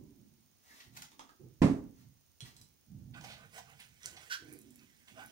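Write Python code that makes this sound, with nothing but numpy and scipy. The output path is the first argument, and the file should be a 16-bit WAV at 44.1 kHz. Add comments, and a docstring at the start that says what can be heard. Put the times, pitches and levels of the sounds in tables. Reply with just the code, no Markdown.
"""Hand scuffs, light sliding and utensil knocks (bursts with two-mode rings), before and after
an oil bottle lands on a kitchen worktop: shoves, ringing modes, rattle.
A brush's bristles then drag oil over a metal tray: random catches drive its resonances, fizz, tick and
crackle, and two strokes chatter, one squeaky, one gruff: a stick-slip tone with scrape.
Throughout: finger shifts on a hand-held camera, hiss, a faint electronic tick; a small room answers."""
import sys
import numpy as np
from scipy import signal
from scipy.fft import rfft, irfft, next_fast_len
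from scipy.io import wavfile
from scipy.ndimage import uniform_filter1d

SR = 44100
rng = np.random.default_rng(int(sys.argv[2]) if len(sys.argv) > 2 else 0)


def wav_record(signal):
    """Record a signal, one row per channel, as 16-bit PCM in the file named by sys.argv[1]."""
    frames = np.transpose(np.atleast_2d(signal))
    bounded = np.clip(frames, -1, 1)
    # unit amplitude maps onto the largest positive 16-bit level
    quanta = np.round(bounded * 32767).astype(np.int16)
    wavfile.write(sys.argv[1], SR, quanta)


N = 234258
TIME_S = np.arange(N) / SR

# Bottle base lands, rocks flat, settles:
# (time [s], push level [dB], push pitch [Hz], push length [s], rattle level [dB])
BOTTLE_LANDINGS = [(1.6183, -10.5, 225, 0.0055, -28), (1.6385, -18, 199, .019, -42.5),
                   (1.707, -25.5, 290, .016, -90)]
# Worktop and bottle modes: (frequency [Hz], relative level [dB], t60 [s])
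WORKTOP_MODES = [(47, -17, .6), (60, -18, .6), (82, -14, .35), (94, -9, .45), (112, -7, .3), (127, 2, .3),
                 (152, 0, .38), (191, -4, .45), (234, -2, .45), (267, 0, .47), (282, 0, .47),
                 (312, -4, .42), (376, -11, .38), (412, -3, .35), (464, -15, .35), (550, -15, .4),
                 (603, -15, .38), (791, -19, .25), (1045, -6, .16), (1770, -20, .2)]
# Dense upper modes, spectrum: (frequency [Hz], relative density [dB per Hz])
RATTLE_SPECTRUM = [(200, -16.5), (330, 4.5), (600, 1), (1100, -5.5), (1500, -10), (2100, -11), (3300, -18),
                   (7000, -25.5), (10000, -30.5), (15500, -50)]
# Dense upper modes, decay: (frequency [Hz], t60 [s])
RATTLE_T60 = [(300, 0.42), (1200, 0.37), (3000, 0.29), (10000, 0.38)]

# Brush strokes: (firmest time [s], sigma [s], relative tray drag [dB], relative bristle fizz [dB])
BRUSH_STROKES = [(3.174, 0.019, -51.5, -68), (3.283, 0.049, -56, -58.5), (3.423, 0.035, -57.5, -73),
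                 (3.567, 0.024, -54.5, -53.5), (3.711, 0.024, -56.5, -65.5), (3.826, 0.029, -67, -60.5),
                 (4.063, 0.025, -64.5, -55.5), (4.213, 0.11, -62, -60), (4.511, 0.043, -70, -65),
                 (4.821, 0.017, -69, -70.5), (5.101, 0.0217, -65.5, -64), (5.204, 0.029, -51, -61),
                 (5.279, 0.032, -84, -66)]
# Tray resonances: (frequency [Hz], bandwidth [Hz], relative level [dB])
TRAY_MODES = [(455, 27, 6.5), (648, 26.3, 10.5), (733, 260, 1.5), (842, 164, 1.5), (1030, 35, -1),
              (1194, 77, 0.5), (1495, 42, 7), (1823, 104, 0), (2240, 1140, -6)]
# Bristle fizz in air: (frequency [Hz], relative density [dB per Hz])
FIZZ_SPECTRUM = [(1060, -11.5), (1800, 3.5), (3690, -0.5), (4000, -2), (4260, -4), (6400, -2.5),
                 (10600, -8.5), (12100, -20.5), (15000, -6)]
# From this time the bristles stay in the oil; relative fizz between strokes
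BRUSH_DOWN_S, GLIDE_FIZZ_DB = 3.14, -71.5

# Chattering strokes: (firmest time [s], sigma [s], tone level [dB], scrape level [dB],
# slip rate at firmest [Hz], glide [octaves per s])
CHATTERS = [(4.332, 0.018, -39.5, -36.5, 1547, -2.5), (5.198, 0.022, -49.5, -68, 732, 7)]
# Scrape under the chatter: (frequency [Hz], relative density [dB per Hz])
SCRAPE_SPECTRUM = [(530, -74), (900, -30), (1330, -23.5), (1530, 2.5), (1700, -10.5), (2230, -20.5),
                   (3360, -14.5), (3650, -23), (3830, -18), (5510, -16), (8330, -31), (9150, -28),
                   (15000, -33)]
# rms share by which the slip rate wanders; sigmas before the firmest point at which it catches
SLIP_WAVER, CATCH_SIGMAS = 0.07, 1.89

# Sticky bristles snap free of the oil: (time [s], relative level [dB], centre [Hz])
BRISTLE_SNAPS = [(3.8019, -44.5, 10650), (4.0327, -43.5, 5440), (4.059, -27.5, 6840), (4.5267, -41, 11080),
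                 (4.5364, -42.5, 9500), (4.589, -43.5, 10290), (4.616, -50, 9900), (4.7071, -52, 9660),
                 (4.759, -47, 11670), (4.794, -54.5, 4700), (5.2614, -42.5, 11620)]
SNAP_OCTAVES, SNAP_T60_S = 0.48, 0.008

# Quick scuffs of hand and brush: (time [s], level [dB], sigma [s])
QUICK_SCUFFS = [(0.714, -60, 0.012), (0.807, -52, 0.0048), (0.836, -63, 0.0014), (0.972, -42, 0.0037),
                (1.023, -41, 0.0022), (3.145, -53.5, 0.0046), (3.212, -49, 0.0022), (3.248, -48, 0.007),
                (3.315, -52, 0.025), (3.589, -47.5, 0.0059), (3.806, -53, 0.0093), (4.172, -51, 0.0055),
                (4.228, -64, 0.014), (5.084, -53.5, 0.0042)]
# Scuffs on the tray: (frequency [Hz], relative density [dB per Hz])
TRAY_SCUFF_SPECTRUM = [(400, -37), (750, 29), (1300, -1), (2200, -1.5), (6500, -3.5), (8000, -9.5),
                       (15500, -8.5)]
# Dry scuffs off the tray: (frequency [Hz], relative density [dB per Hz])
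HAND_SCUFF_SPECTRUM = [(400, -33), (750, 6.5), (1400, 0.5), (2100, 2.5), (3000, -3.5), (6600, 3),
                       (8000, -5.5), (15500, -6.5)]
# Harder scuffs are brighter and broader: reference level, its band centre and half width before colouring
SCUFF_REF_DB, SCUFF_REF_HZ, SCUFF_REF_OCTAVES = -48, 3750, 1.49
# extra level that doubles the centre, and the half width
CENTRE_DOUBLING_DB, WIDTH_DOUBLING_DB = 11.5, 4.5

# Utensils knock beside the tray: (time [s], crack level [dB], ring level [dB], lower ring mode [Hz])
UTENSIL_KNOCKS = [(1.118, -47.5, -57, 920), (1.194, -36.5, -40.5, 926), (1.293, -51, -49, 1296),
                  (2.406, -37, -38, 3310), (2.566, -44.5, -52.5, 4080), (2.614, -42, -50, 3980)]
# crack centre for a 1 kHz ring; share of the ring's octaves it follows; ring time
CRACK_REF_HZ, CRACK_FOLLOWS, KNOCK_T60_S = 4220, 0.27, 0.017

# Soft bumps on the worktop: (time [s], level [dB], pitch [Hz], length [s])
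SOFT_BUMPS = [(1.448, -47.5, 136, 0.035), (1.603, -42.5, 45, 0.013), (2.423, -43.5, 130, 0.023),
              (2.607, -53, 116, 0.0225)]
# Things slide in the hand: (peak time [s], sigma [s], level [dB])
SLIDES = [(0.717, 0.066, -62.5), (0.804, 0.042, -64.5), (0.962, 0.019, -57), (1.118, 0.022, -68),
          (1.993, 0.03, -68), (2.458, 0.019, -56.5), (2.563, 0.041, -69)]
# Sliding in the hand: (frequency [Hz], relative density [dB per Hz])
SLIDE_SPECTRUM = [(290, -26), (500, -14.5), (1110, -9), (1450, -11), (1580, -11.5), (2100, -8.5),
                  (2500, -14), (6300, -11.5), (7910, -17.5), (15000, -18.5)]

# Fingers shift on the camera: (time [s], hold [s], relative rumble [dB], relative rub [dB],
# rub pitch shift [octaves], rumble fade [dB per s])
GRIP_SHIFTS = [(-0.04, 0.041, -51, -47.5, 0.022, 76), (0.14, 0.083, -60.5, -60.5, -0.16, 49),
               (0.693, 0.038, -76, -70, 0.062, 66), (0.813, 0.21, -57.5, -65, -0.1, 260),
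               (1.08, 0.13, -76, -66.5, 0.07, 30), (1.389, 0.06, -50, -55.5, 0.38, 120),
               (1.961, 0.13, -55.5, -71.5, 0.031, 147.5), (2.414, 0.057, -57, -65, 0.075, 81),
               (2.57, 0.042, -61, -74.5, 0.13, 80.5), (2.841, 0.3, -47.5, -54, -0.3, 38.5),
               (3.299, 0.66, -62, -82.5, -0.3, 126.5), (4.022, 0.11, -59.5, -67.5, 0.46, 74),
               (4.374, 0.19, -59.5, -54.5, 0.29, 95.5), (4.579, 0.12, -64, -58.5, -0.048, 37.5),
               (5.082, 0.15, -62, -60.5, -0.089, 41.5)]
# Low part of a shift: (frequency [Hz], relative density [dB per Hz])
RUMBLE_SPECTRUM = [(21, -45), (35, -16), (54, -1.5), (91, 2), (146, 7.5), (183, -4.5), (246, -3.5),
                   (280, -24), (360, -34), (620, -120)]
# Rub before its pitch shift: (frequency [Hz], relative density [dB per Hz])
RUB_SPECTRUM = [(100, -42.5), (170, -13), (243, 3.5), (359, -10.5), (399, -6.5), (439, -31), (517, -23),
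                (760, -33), (1000, -32), (1300, -67.5), (2200, -120)]
# share of the hold spent gathering speed; rub fade relative to rumble fade
GRIP_RISE, RUB_FADE_RATIO = 0.41, 1.22

# Kitchen reverberation: (frequency [Hz], t60 [s])
KITCHEN_T60 = [(150, 0.65), (1000, 0.3), (4000, 0.31), (12000, 0.22)]
# Air and microphone hiss: (frequency [Hz], relative density [dB per Hz])
HISS_SPECTRUM = [(15, -38.5), (25, -21), (82, 0.5), (152, -9), (255, -9.5), (542, -18), (1280, -22),
                 (4210, -21), (6660, -17), (7830, -30.5), (8970, -19.5), (11700, -30), (13400, -26.5),
                 (14600, -15.5), (15800, -14)]
# Electronic ticks within one cycle: (time [s])
TICK_TIMES_S = [.0388, .1086, .1618, .2149, .2855]
TICK_CYCLE_S = .30035
# Microphone port colour: (frequency [Hz], left minus right [dB])
PORT_DIFFERENCE = [(100, 0), (1000, 1.5), (2500, 1), (5000, -0.05), (8000, -2.5), (11500, 1), (15500, 10)]
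BAND_LIMIT_HZ = 15800


def amp(db):
    """Amplitude factor of a level in dB."""
    return 10 ** (np.asarray(db) / 20)


def unit(x):
    """x at rms 1."""
    return x / np.sqrt(np.mean(x ** 2) + 1e-20)


def along(points, hz):
    """Interpolate (frequency [Hz], value) on a log axis."""
    f, v = np.transpose(points)
    return np.interp(np.log(hz + 1), np.log(f + 1), v)


def add(track, time_s, sound):
    """Mix a sound in from time_s, cut at the end of the track."""
    part = track[..., round(time_s * SR):][..., :sound.shape[-1]]
    part += sound[..., :part.shape[-1]]


def filtered(x, response):
    """Multiply the spectrum of x by a response of frequency."""
    n = x.shape[-1]
    size = next_fast_len(n + 8192)
    spectrum = rfft(x, size) * response(np.fft.rfftfreq(size, 1 / SR))
    return irfft(spectrum, size)[..., :n]


def coloured(x, spectrum):
    """x shaped by a spectrum, at rms 1."""
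    return unit(filtered(x, lambda hz: amp(along(spectrum, hz))))


def band(hz, centre_hz, width):
    """A hump of gain, halved at width octaves to each side."""
    return 1 / (1 + (np.log2((hz + 1) / centre_hz) / width) ** 4)


def pair(n, side_db):
    """Noise at two microphones, partly alike."""
    mid, side = rng.standard_normal((2, n))
    return unit(np.array([mid + amp(side_db) * side, mid - amp(side_db) * side]))


def slips(rate_hz, spread_db, smooth, size=N):
    """Tiny catches of uneven size at random times, on a bed of smooth friction."""
    strength = amp(spread_db * np.minimum(rng.exponential(size=size), 4))
    strength = strength * rng.choice([-1, 1], size)
    catches = unit(strength * (rng.random(size) < rate_hz / SR))
    return unit(catches + smooth * rng.standard_normal(size))


def patchy(x, depth_db):
    """The colour shifts as the contact moves over the surface."""
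    z = signal.stft(x, nperseg=512)[2]
    field = uniform_filter1d(rng.standard_normal(z.shape), size=4, axis=0)
    field = uniform_filter1d(field, size=7, axis=1)
    return unit(signal.istft(z * amp(depth_db * unit(field)), nperseg=512)[1][:N])


def dying(noise, decay):
    """Each frequency of the noise dies at its own speed."""
    hz, t, z = signal.stft(noise, SR, nperseg=256)
    fade = amp(-60 * t / along(decay, hz)[:, None])
    return signal.istft(z * fade, SR, nperseg=256)[1][:, :noise.shape[-1]]


def in_room(x, wet_db):
    """Direct sound plus the kitchen's diffuse answer, scaled to hold total power."""
    tail = dying(pair(SR // 2, side_db=-2), KITCHEN_T60)
    tail = tail / np.linalg.norm(tail[0])
    tail = np.pad(tail, ((0, 0), (SR // 500, 0)))  # answer starts 2 ms late
    echo = signal.fftconvolve(np.atleast_2d(x), tail, axes=1)[:, :x.shape[-1]]
    return (x + amp(wet_db) * echo) / np.hypot(1, amp(wet_db))


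def to_right(x, db, lag_s=0):
    """The right microphone is louder by db; the left one hears it lag_s later."""
    x = x * amp(np.array([[-db], [db]]) / 2)
    return filtered(x, lambda hz: np.exp(np.pi * 1j * hz * lag_s * np.array([[-1], [1]])))


def push(hz, length_s):
    """The worktop gives under a load and springs back: a cosine under a rounded arch."""
    t = np.arange(int(length_s * SR)) / SR
    arch = np.sqrt(np.abs(np.sin(np.pi * t / length_s)))
    return arch * np.cos(2 * np.pi * hz * (t - length_s / 2))


def crack(centre_hz, width, t60_s):
    """A decaying noise burst around one pitch, at set energy."""
    t = np.arange(SR // 3) / SR
    burst = filtered(pair(len(t), side_db=-9), lambda hz: band(hz, centre_hz, width))
    burst = burst * amp(-60 * t / t60_s)
    return amp(11.5) * burst / np.linalg.norm(burst[0])


def swell(time_s, sigma_s):
    """Gaussian pressure: builds up to time_s and eases off."""
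    return np.exp(-((TIME_S - time_s) / sigma_s) ** 2 / 2)


def bottle():
    """The first landing rings the worktop's modes; each one shoves it and rattles what stands on it."""
    out, t = np.zeros((2, N)), np.arange(SR) / SR
    ring = np.zeros(SR)
    for k, (hz, db, t60_s) in enumerate(WORKTOP_MODES):
        ring += (-1) ** k * amp(db - 60 * t / t60_s) * np.sin(2 * np.pi * hz * t)
    add(out, BOTTLE_LANDINGS[0][0], amp(-24.0) * ring * (1 - np.exp(-t / 0.012)))
    for time_s, push_db, push_hz, length_s, rattle_db in BOTTLE_LANDINGS:
        rattle = dying(coloured(pair(SR, side_db=-1.5), RATTLE_SPECTRUM), RATTLE_T60)
        add(out, time_s, amp(push_db) * push(push_hz, length_s))
        add(out, time_s, amp(rattle_db) * rattle * (1 - np.exp(-t / .0012)))
    return to_right(in_room(out, wet_db=-16.0), db=5.5, lag_s=.00015)


def tray(f):
    """Tray response: a sum of damped resonances in alternating phase."""
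    total = 0
    for k, (hz, width_hz, db) in enumerate(TRAY_MODES):
        damping = 1j * f * width_hz
        total = total + (-1) ** k * amp(db) * damping / (hz * hz - f * f + damping)
    return total


def bristle_work():
    """How hard the bristles stir the oil: a light glide with the strokes on top."""
    strokes = sum(amp(fizz_db) * swell(s, sigma_s) for s, sigma_s, _, fizz_db in BRUSH_STROKES)
    return np.hypot(strokes, amp(GLIDE_FIZZ_DB) * (TIME_S > BRUSH_DOWN_S))


def brush():
    """Bristles catch and let go in the oil: they fizz in the air and shake the tray's resonances."""
    pressure = sum(amp(drag_db) * swell(s, sigma_s) for s, sigma_s, drag_db, _ in BRUSH_STROKES)
    catches = patchy(slips(rate_hz=1500, spread_db=-0.55, smooth=1.0), depth_db=3.5)
    drag = unit(filtered(catches, lambda f: tray(f) * band(f, centre_hz=1140, width=1.17)))
    fizz = bristle_work() * coloured(catches, FIZZ_SPECTRUM)
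    stroke = amp(-4.0) * pressure * drag + fizz
    return to_right(in_room(stroke, wet_db=-7), db=9.5, lag_s=0.00021)


def squeaks():
    """Pressed hard, bristles stick and slip: one squeak falls slightly, one gruff chatter rises in pitch."""
    out = np.zeros(N)
    for time_s, sigma_s, tone_db, scrape_db, slip_hz, glide in CHATTERS:
        waver = unit(uniform_filter1d(rng.standard_normal(N), size=80))
        rate_hz = slip_hz * 2 ** np.clip(glide * (TIME_S - time_s), -1, 1)
        turns = np.cumsum(rate_hz * (1 + SLIP_WAVER * waver)) / SR
        tone = np.sin(2 * np.pi * turns) + amp(-11) * np.sin(4 * np.pi * turns)
        scrape = coloured(slips(rate_hz=5000, spread_db=1, smooth=.7), SCRAPE_SPECTRUM)
        caught = np.clip((TIME_S - time_s + CATCH_SIGMAS * sigma_s) / 0.0023, 0, 1)
        chatter = amp(tone_db) * tone + amp(scrape_db) * scrape
        out += caught * swell(time_s, sigma_s) * chatter
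    return to_right(in_room(out, wet_db=-6.5), db=7.5, lag_s=.00025)


def ticks():
    """Bristles flick off the tray, and threads of oil break: short banded bursts."""
    out = np.zeros((2, N))
    for time_s, db, centre_hz in BRISTLE_SNAPS:
        snap = amp(db + 3) * crack(centre_hz, SNAP_OCTAVES, SNAP_T60_S)
        add(out, time_s, in_room(snap, wet_db=-5.5))
    return to_right(out, db=5, lag_s=0.000184)


def scuffs():
    """Short rubs: a dense run of catches that swells and stops, off the tray at first and then on it."""
    (beside, on_tray), t = np.zeros((2, N)), np.arange(-SR // 10, SR // 10) / SR
    for time_s, db, sigma_s in QUICK_SCUFFS:
        centre_hz = SCUFF_REF_HZ * 2 ** ((db - SCUFF_REF_DB) / CENTRE_DOUBLING_DB)
        width = SCUFF_REF_OCTAVES * 2 ** ((db - SCUFF_REF_DB) / WIDTH_DOUBLING_DB)
        catches = slips(rate_hz=3500, spread_db=2, smooth=.5, size=len(t))
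        grain = filtered(catches, lambda hz: band(hz, centre_hz, width))
        track, spectrum = beside, HAND_SCUFF_SPECTRUM
        if time_s + sigma_s > BRUSH_DOWN_S:
            track, spectrum = on_tray, TRAY_SCUFF_SPECTRUM
        envelope = np.exp(-(t / sigma_s) ** 2 / 2)
        add(track, time_s + t[0], amp(db) * coloured(grain, spectrum) * envelope)
    beside = to_right(in_room(beside, wet_db=0), db=2.5, lag_s=-.0004)
    return beside + to_right(in_room(on_tray, wet_db=-1), db=6.5, lag_s=0.00016)


def crackle():
    """Sparse fine bristle ticks crackle, more strongly as the bristles work harder."""
    fine_ticks = slips(rate_hz=90, spread_db=4, smooth=0)
    fine_ticks = unit(filtered(fine_ticks, lambda hz: band(hz, centre_hz=9000, width=.9)))
    crackling = amp(-15) * bristle_work() * fine_ticks
    return to_right(in_room(crackling, wet_db=-7.5), db=10.5, lag_s=0.00009)


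def knocks():
    """Plastic on wood: a crack and a short ring of two close modes."""
    out, t = np.zeros((2, N)), np.arange(SR // 3) / SR
    for time_s, crack_db, ring_db, ring_hz in UTENSIL_KNOCKS:
        modes = np.sin(2 * np.pi * ring_hz * t) + amp(-1.5) * np.sin(2 * np.pi * 1.23 * ring_hz * t)
        ring = amp(ring_db - 60 * t / KNOCK_T60_S) * modes
        centre_hz = CRACK_REF_HZ * (ring_hz / 1000) ** CRACK_FOLLOWS
        hit = amp(crack_db) * crack(centre_hz, width=0.88, t60_s=0.0081) + ring
        add(out, time_s, in_room(hit, wet_db=2.5))
    return to_right(out, db=5.0, lag_s=-0.00033)


def bumps():
    """Dull nudges that reach the worktop: single pushes."""
    out = np.zeros(N)
    for time_s, db, hz, length_s in SOFT_BUMPS:
        add(out, time_s, amp(db) * push(hz, length_s))
    return to_right(in_room(out, wet_db=-15), db=4)


def rustle():
    """Light sliding friction while the bottle is put away and the brush is fetched."""
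    level = sum(amp(db) * swell(s, sigma_s) for s, sigma_s, db in SLIDES)
    slide = coloured(slips(rate_hz=1800, spread_db=2.5, smooth=.6), SLIDE_SPECTRUM)
    return to_right(in_room(level * slide, wet_db=6.5), db=1.5, lag_s=-0.00034)


def shift(time_s, hold_s, fade_db_per_s):
    """A movement starts at time_s, gathers speed, keeps it up and dies away."""
    age_s = TIME_S - time_s
    rise = np.sin(np.pi / 2 * np.clip(age_s / (GRIP_RISE * hold_s), 0, 1)) ** 2
    return rise * amp(-fade_db_per_s * np.maximum(age_s - hold_s, 0))


def creep(spectrum, side_db):
    """Muffled skin slips heard through the camera's body, partly alike at both microphones."""
    both = coloured(slips(rate_hz=350, spread_db=-1.5, smooth=1.0), spectrum)
    apart = coloured(slips(rate_hz=350, spread_db=-1.5, smooth=1.0), spectrum)
    return unit(np.array([both + amp(side_db) * apart, both - amp(side_db) * apart]))


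def grip():
    """Skin creeps over the camera's case: a low rumble and a pitch-shifted rub per shift."""
    levels, rub = [], np.zeros((2, N))
    for time_s, hold_s, rumble_db, rub_db, octaves, fade in GRIP_SHIFTS:
        levels.append(amp(rumble_db) * shift(time_s, hold_s, fade))
        spectrum = np.array(RUB_SPECTRUM) * [2 ** octaves, 1]
        rub_level = amp(rub_db) * shift(time_s, hold_s, RUB_FADE_RATIO * fade)
        rub += rub_level * creep(spectrum, side_db=-6.5)
    rumble = np.max(levels, axis=0) * creep(RUMBLE_SPECTRUM, side_db=-16.5)
    return to_right(amp(-6.5) * rumble + amp(-3.5) * rub, db=8)


def hiss():
    """Still room air and microphone hiss: steady coloured noise."""
    return to_right(amp(-67.5) * coloured(pair(N, side_db=0), HISS_SPECTRUM), db=4.0)


def electronics():
    """The camera's electronics tick faintly in an uneven repeating cycle, coloured like the hiss."""
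    times_s = (np.arange(0, N / SR, TICK_CYCLE_S)[:, None] + TICK_TIMES_S).ravel()
    strengths = amp(rng.normal(0, 1, len(times_s)))
    spikes = np.bincount(np.round(times_s * SR).astype(int), strengths, N)[:N]
    ticking = filtered(spikes, lambda hz: band(hz, centre_hz=9000, width=0.66))
    return amp(-84) * coloured(ticking, HISS_SPECTRUM)


def scene():
    """Sources pass the two differing microphone ports; hiss and electronics join after them."""
    worktop = bottle() + bumps() + knocks() + rustle()
    oiling = brush() + scuffs() + squeaks() + ticks() + crackle()
    halves = np.array([[.5], [-.5]])
    heard = filtered(worktop + oiling + grip(), lambda hz: amp(along(PORT_DIFFERENCE, hz) * halves))
    return heard + hiss() + electronics()


def record(dry):
    """The camera keeps nothing above its band limit."""
    return filtered(dry, lambda hz: hz < BAND_LIMIT_HZ)


dry = scene()
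out = record(dry)
wav_record(out)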